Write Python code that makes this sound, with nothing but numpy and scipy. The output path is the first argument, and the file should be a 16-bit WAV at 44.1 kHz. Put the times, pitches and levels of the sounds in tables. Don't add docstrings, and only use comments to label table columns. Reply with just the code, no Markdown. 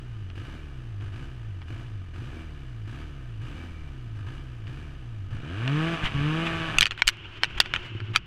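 import sys
import numpy as np
from scipy import signal
from scipy.fft import rfft, irfft, next_fast_len
from scipy.io import wavfile
from scipy.ndimage import map_coordinates

SR = 44100
rng = np.random.default_rng(int(sys.argv[2]) if len(sys.argv) > 2 else 0)


def transcribe(signal):
    frames = np.atleast_2d(signal).T
    limited = np.clip(frames, -1, 1)
    pcm = np.round(limited * 32767).astype(np.int16)
    wavfile.write(sys.argv[1], SR, pcm)


N = 364266
T = np.arange(N) / SR


def amp(db):
    return 10 ** (np.asarray(db) / 20)


def unit(x):
    return x / np.sqrt(np.mean(x ** 2) + 1e-20)


def steady(x):
    power = signal.fftconvolve(x ** 2, np.hanning(4000) / 2000, "same")
    return x / np.sqrt(np.abs(power) + 1e-12)


def curve(rows):
    return np.interp(T, *np.transpose(rows))


def swells(rows):
    return sum(amp(db) * np.exp(-((T - s) / half) ** 2) for s, half, db in rows)


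def wobble(knots_per_s):
    return map_coordinates(rng.standard_normal(int(N * knots_per_s / SR) + 4), [T * knots_per_s])


def colour(x, points, peaks=()):
    size = next_fast_len(N + SR // 2, True) // 2 * 2
    hz = np.fft.rfftfreq(size, 1 / SR)
    point_hz, point_db = np.transpose(points)
    db = np.interp(np.log(hz + 1), np.log(point_hz + 1), point_db)
    db += sum(lift / (1 + (2 * (hz - centre) / width) ** 2) for centre, width, lift in peaks)
    cepstrum = irfft(np.log(amp(db) + 1e-6), size)
    cepstrum[1:size // 2] *= 2
    cepstrum[size // 2 + 1:] = 0
    return irfft(rfft(x, size) * np.exp(rfft(cepstrum)), size)[:N]


def noise(points, peaks=()):
    return unit(colour(rng.standard_normal(N), points, peaks))


# start in seconds, end in seconds, cap on firing rate in Hz, boost in dB.
CATCHES = [(.342, .537, 81, 5.5), (1.001, 1.054, 51, 4.5), (1.12, 1.235, 69, 4), (1.665, 1.82, 59, 5),
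           (2.13, 2.41, 81, 4.8), (2.865, 3.01, 78, 4.5), (3.405, 3.65, 86, 4.8), (4.15, 4.21, 52, 2),
           (4.257, 4.36, 71, 3.8), (4.66, 4.81, 77, 3.5), (5.3, 5.4, 44, 4.5)]
# time in seconds, firing rate in Hz.
PULL_SPEED = [(5.45, 69.9), (5.554, 99.6), (5.694, 138.2), (5.788, 155.7), (5.88, 167.3), (5.938, 166.3),
              (6.124, 140.0), (6.198, 142.1), (6.368, 162.6), (6.442, 166.4), (6.678, 161.6), (6.76, 152.3)]
PULL_S, SHUT_S = 5.3, 6.78


def crank():
    pickup_hz_per_s, friction_hz_per_s, spin_on_s = 178, 71, 0.02
    rest_hz, run_down_s = 47.63, 0.58
    hunting = 66 - friction_hz_per_s * T
    for start, end, cap_hz, _ in CATCHES:
        climb = np.interp(start, T, hunting) + pickup_hz_per_s * (np.minimum(T, end + spin_on_s) - start)
        fall = friction_hz_per_s * np.maximum(T - end - spin_on_s, 0)
        hunting = np.where(T < start, hunting, np.minimum(climb, cap_hz) - fall)
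    pulling = curve([(PULL_S, np.interp(PULL_S, T, hunting)), *PULL_SPEED])
    riding = rest_hz + (pulling - rest_hz) * np.exp(-np.maximum(T - SHUT_S, 0) / run_down_s)
    rate_hz = np.maximum(np.where(T < PULL_S, hunting, riding), 20)
    return rate_hz, np.cumsum(rate_hz * (1 + 0.002 * wobble(25))) / SR


def firings(cycles, rough, jitter):
    at = np.interp(np.arange(1, cycles[-1]), cycles, np.arange(N))
    uneven = rough[at.astype(int)]
    slip, surge = rng.standard_normal((len(at), 2)).T
    at = np.clip(at + jitter * SR * uneven * slip, 8, N - 10)
    taps = at.astype(int)[:, None] + np.arange(-7, 9)
    offset = taps - at[:, None]
    shape = np.sinc(offset) * np.cos(np.pi * offset / 16) ** 2
    strength = np.maximum(1 + uneven * surge, 0)
    return np.bincount(taps.ravel(), (shape * strength[:, None]).ravel(), N)


def hood(x, t60_s):
    t = np.arange(2048) / SR
    return signal.fftconvolve(x, rng.standard_normal(len(t)) * amp(-60 * t / t60_s))[:N]


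# frequency in Hz, level in dB.
CHASSIS = [(20, -47.5), (35, -39.5), (47, -49), (70, -40), (85, -36.5), (101, -30), (120, -35),
           (145, -47.5), (175, -91)]


def chassis_shake(rate_hz, cycles, rough):
    hz, db = np.transpose(CHASSIS)
    jolted = cycles + 0.09 * rough * wobble(40)
    shake = np.zeros(N)
    for order in (0.5, 1, 2):
        level_db = np.interp(order * rate_hz, hz, db) + (0.25 + 0.73 * rough) * wobble(18)
        shake += amp(level_db) * np.cos(2 * np.pi * order * jolted)
    return shake


# frequency in Hz, gain in dB.
PIPE = [(25, -23), (60, -18), (80, -2), (104, 4), (125, 3), (155, -3.5), (195, -15), (255, -9), (335, -10),
        (390, -20), (490, -19), (560, -51.5), (670, -19.5), (1000, -63), (5000, -94)]
BARK = [(100, -36), (170, -16), (215, 4.5), (255, 2), (320, 0), (400, -14.5), (700, -22), (2000, -55)]
BAY_IDLE = [(120, -9), (340, -2.5), (420, -12), (580, -14.5), (950, -15), (1300, -17), (2000, -18.5),
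            (2900, -15.5), (4000, -25), (6000, -32.5), (9000, -37), (12000, -44.5), (14500, -50.5),
            (16000, -97)]
BAY_LOAD = [(200, 3.5), (550, -4), (1000, -7), (1600, -4), (2050, -10), (2400, -4), (3000, -5), (3900, -15),
            (5600, -24.5), (8500, -29), (12000, -39.5), (14200, -53), (15500, -91.5)]
# centre in Hz, width in Hz, lift in dB.
PANELS = [(697, 14, 4), (1244, 140, 9), (1521, 110, 6), (1725, 254, 7.5), (2363, 110, 5), (2950, 220, 5),
          (4857, 130, 4.5), (6080, 230, 6.5)]


def idle(rate_hz, cycles):
    attack_s, release_s, settle_s, ease_db_per_s = 0.016, 0.068, 0.27, 5
    catch_db, burning, rough = np.zeros(N), np.zeros(N), np.full(N, 0.14)
    for start, end, _, boost_db in CATCHES:
        since = np.maximum(T - start, 0)
        burn = np.clip(since / attack_s, 0, 1) * np.exp(-np.maximum(T - end, 0) / release_s)
        catch_db += (boost_db + 0.53 - ease_db_per_s * since) * burn
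        burning = np.maximum(burning, burn)
        rough += 0.77 * burn * np.exp(-since / settle_s)
    shake = chassis_shake(rate_hz, cycles, rough)
    pops = amp(-48 + 0.85 * catch_db) * steady(colour(firings(cycles, rough, jitter=0.00062), PIPE))
    bark_db = -49 + 0.3 * (rate_hz - 80)
    bark = burning * amp(bark_db) * steady(colour(firings(cycles, 0.5 * rough, jitter=0.0004), BARK))
    gate = np.exp(-0.6 * (cycles % 1)) * amp(0.84 * rough * wobble(60))
    rasp_db = -53.5 + catch_db + 2.9 * np.log2(rate_hz / 60)
    rasp = amp(rasp_db) * unit(colour(gate * rng.standard_normal(N), BAY_IDLE, PANELS))
    smeared = hood(firings(cycles, 0.666 * rough, jitter=0.000716), t60_s=0.076)
    clatter = rough * amp(rasp_db - 2.5) * steady(colour(smeared, BAY_LOAD, PANELS))
    ring_db = -56 + np.minimum(rate_hz - 80, 0)
    ring = amp(ring_db) * wobble(130) * np.sin(2 * np.pi * 2320 * T)
    fade_out = np.clip((5.4 - T) / 0.032, 0, 1)
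    return (pops + bark + rasp + clatter + ring - shake) * fade_out


# frequency in Hz, gain in dB.
BUFFET = [(10, -1.5), (28, -9.5), (60, -8), (120, -7.5), (300, -29.5), (1000, -58), (4000, -100)]
# centre in seconds, half length in seconds, level in dB.
GUSTS = [(5.37, 0.096, -41.5), (6.045, 0.014, -25), (6.19, 0.058, -30.5), (6.55, .1, -42),
         (6.81, 0.019, -34), (7.6, 0.027, -47), (8.16, 0.037, -43)]


def wind():
    moving = np.clip((T - 5.8) / 0.3, 0, 1)
    breeze_db = -47 + moving * (2 + 3 * wobble(7.7))
    return noise(BUFFET) * (amp(breeze_db) + swells(GUSTS))


# start in seconds, relative level in dB, tilt in dB/octave, first rebound's drop in dB.
KNOCKS = [(.301, -35, -6.5, 14), (1.009, -41, -10, 6.5), (1.618, -34.5, -6.5, 5), (4.67, -37.5, -4.5, 3),
          (5.6776, -17.5, -7, 19), (6.785, -1.5, 3, 20.5), (6.8089, -0.5, 4, 21), (6.8207, -9.5, -2, 20),
          (6.8281, -4, -1.5, 13), (6.8563, -9.5, -.5, 5), (6.909, -18, -3, 3), (6.977, -28.5, -4, 9),
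          (7.02, -4, -4, 35), (7.0722, -11, 5.5, 7.5), (7.078, -1.5, 4, 5.5), (7.0794, -2, 14, 14),
          (7.4344, -5.5, -0.5, 8.5), (7.6019, -.5, 0.5, 16), (7.6028, -4.5, 1, 24), (7.659, -24, -6, 16),
          (7.7377, -10.5, -4.5, 17), (7.7613, -13.5, -4.5, 14.5), (8.0028, -27, -7, 10),
          (8.16, -3, 0.5, 15)]


def contacts():
    flight_s, shrink, loss_db = 0.009, 0.85, 10.5
    for s, db, tilt, drop_db in KNOCKS:
        yield s, db, tilt
        for k in range(3):
            s += flight_s * shrink ** k * np.exp(0.12 * rng.standard_normal())
            yield s, db - drop_db - loss_db * k, tilt - 2


# frequency in Hz, relative level in dB, T60 in seconds.
HOUSING_MODES = [(970, -15.5, 0.018), (1410, -4, 0.02), (1786, -0.5, 0.0166), (2407, 5, 0.017),
                 (2942, 8, 0.013), (3393, 1, 0.016), (4416, 2, 0.014), (5595, -8.5, 0.022),
                 (6150, -12, 0.029), (8050, -12.5, 0.014), (10440, -12, 0.0231), (12710, -8.5, 0.02)]


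def knocks():
    out = np.zeros(N + SR)
    t = np.arange(4096) / SR
    octaves = np.log2(np.maximum(np.fft.rfftfreq(len(t), 1 / SR), 500) / 3000)
    hz, mode_db, t60_s = np.transpose(HOUSING_MODES)[:, :, None]
    for s, db, tilt in contacts():
        strength, detune, phase = rng.standard_normal((3, len(hz), 1))
        decay = amp(mode_db + 2.2 * strength - 60 * t / t60_s)
        ring = decay * np.sin(2 * np.pi * (hz * (1 + 0.0716 * detune) * t + phase))
        crack = rng.standard_normal(len(t)) * (amp(1.5 - 60 * t / 0.0063) + amp(-24 - 60 * t / 0.033))
        crack = signal.lfilter([1], [1, -0.45], crack)
        hit = irfft(rfft(np.roll(ring.sum(0) + crack, 8)) * amp(tilt * octaves))
        out[round(s * SR):][:len(t)] += amp(db + 12.5) * hit / np.linalg.norm(hit)
    tone = [(60, -6.5), (600, -4), (1300, 4.5), (7500, -1), (12500, -14.5), (15800, -30.5)]
    return colour(out[:N], tone)


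# opening, peak and shutting times in seconds, relative level in dB.
BURSTS = [(5.28, 5.73, 5.955, 0), (6.005, 6.03, 6.045, -13), (6.13, 6.25, 6.77, -.7)]


def throttle():
    open_s, close_s = 0.025, 0.01
    shut_db, peak_db, swell_db_per_s, sag_db_per_s = -44, -23.5, 53.5, 32
    opening, exhaust = np.zeros(N), np.full(N, amp(shut_db))
    for start, peak, shut, db in BURSTS:
        held = np.clip((T - start) / open_s, 0, 1) * np.exp(-np.maximum(T - shut, 0) / close_s)
        drop_db = np.maximum(swell_db_per_s * (peak - T), sag_db_per_s * (T - peak))
        opening = np.maximum(opening, held)
        exhaust = np.hypot(exhaust, held * amp(peak_db + db - drop_db))
    return opening, 20 * np.log10(exhaust)


# frequency in Hz, gain in dB.
ROAR = [(380, -25), (500, -12), (690, -4), (850, -4), (1000, -8), (1150, 0), (1380, -6), (1700, 1),
        (2050, -8), (2400, -2), (3000, -6), (4500, -28), (12000, -68)]
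BURBLE = [(30, -24), (75, -13), (103, 2), (135, -12), (200, -18), (300, -18), (350, -11), (420, -25),
          (800, -52), (2500, -100)]
# centre in seconds, half length in seconds, level in dB.
COUGHS = [(7.95, 0.0332, -32.5), (8.035, 0.027, -32), (8.115, 0.028, -32)]


def driving(rate_hz, cycles):
    opening, exhaust_db = throttle()
    even_above_db, stumble_range_db = -29, 14
    rough = 0.02 + 0.85 * np.clip((even_above_db - exhaust_db) / stumble_range_db, 0, 1) ** 2
    pulses = firings(cycles, rough, jitter=0.00034)
    exhaust = -amp(exhaust_db) * steady(colour(pulses, PIPE))
    roar = steady(colour(unit(pulses) + unit(hood(pulses, t60_s=0.1)), ROAR))
    gate = np.exp(-0.9 * (cycles % 1))
    rasp = unit(colour(gate * rng.standard_normal(N), BAY_LOAD, PANELS))
    bay_db = -32 + 0.14 * (rate_hz - 166.6) - 2 * (1 - opening)
    locked = 0.36 * np.clip(rate_hz / 70 - 1, 0, 1)
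    bay = amp(bay_db) * (np.sqrt(locked) * roar + np.sqrt(1 - locked) * rasp)
    burble_gain = amp(-50 + 3 * wobble(18)) + swells(COUGHS)
    burble = burble_gain * steady(colour(pulses, BURBLE, peaks=[(105, 14, 12.6)]))
    fade_in = np.clip((T - 5.27) / 0.15, 0, 1)
    coasting = np.clip((T - SHUT_S) / 0.054, 0, 1)
    return (1 - coasting) * (exhaust + bay) * fade_in + coasting * burble


# centre in seconds, half length in seconds, level in dB.
RUBS = [(6.06, 0.022, -27), (6.47, 0.016, -29.5), (6.996, .013, -37), (7.582, 0.0071, -29.5),
        (7.752, 0.0057, -30.5), (8.141, 0.0068, -37), (8.154, 0.0038, -24.5)]
# frequency in Hz, gain in dB.
RUB_SPECTRUM = [(200, -49), (800, -0.5), (1500, 2.5), (3000, 8), (4500, -15), (7000, -21.5), (13000, -38.5),
                (16000, -69.5)]


def rubs():
    return swells(RUBS) * unit(noise(RUB_SPECTRUM) * amp(0.98 * wobble(500)))


# centre in seconds, level in dB.
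SHOVES = [(6.776, -25.5), (7.071, -25.5), (7.573, -30)]


def shoves():
    return sum(amp(db) * 2 * (T - s) / 0.0094 * np.exp(-((T - s) / 0.01) ** 2) for s, db in SHOVES)


# frequency in Hz, gain in dB.
TRACK_SPECTRUM = [(150, -34.5), (250, -14.5), (352, 3), (440, -14), (675, -18), (844, -14), (1560, -4.5),
                  (1760, -13.5), (2950, -0.5), (3880, -23), (7060, -38.5), (8100, -45.5), (15000, -83)]
# centre in Hz, width in Hz, lift in dB.
TRACK_PEAKS = [(5500, 500, 2), (10000, 1000, 8.5)]
# time in seconds, level in dB.
TRACK_LEVEL = [(6.88, -50.5), (7.2, -48), (7.55, -45.5), (7.92, -44.5), (8.04, -49.5), (8.26, -54)]


def track():
    hiss = noise(TRACK_SPECTRUM, TRACK_PEAKS) * amp(2 * wobble(35))
    slowed_s = np.cumsum(1 - 0.076 * np.clip(T - 6.9, 0, 2)) / SR
    whine = sum(wobble(220) * np.sin(2 * np.pi * hz * slowed_s) for hz in (2900, 3070, 3250))
    rattle = noise([(200, -2.5), (700, -3), (1500, 1.5), (2500, 0), (5000, -16), (14000, -43)])
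    rattle *= unit(amp(4 * wobble(45)))
    fade_in = np.clip((T - SHUT_S) / 0.049, 0, 1)
    return fade_in * amp(curve(TRACK_LEVEL)) * (hiss + amp(-10.5) * unit(whine) + amp(-4.5) * rattle)


def scene():
    rate_hz, cycles = crank()
    engine = idle(rate_hz, cycles) + driving(rate_hz, cycles)
    return (engine + track() + knocks() + rubs() + shoves() + wind())[None]


def record(dry):
    top_hz = 16100
    size = next_fast_len(N + SR // 2)
    passband = np.fft.rfftfreq(size, 1 / SR) < top_hz
    return irfft(rfft(np.clip(dry, -1, 1), size) * passband, size)[:, :N]


dry = scene()
out = record(dry)
transcribe(out)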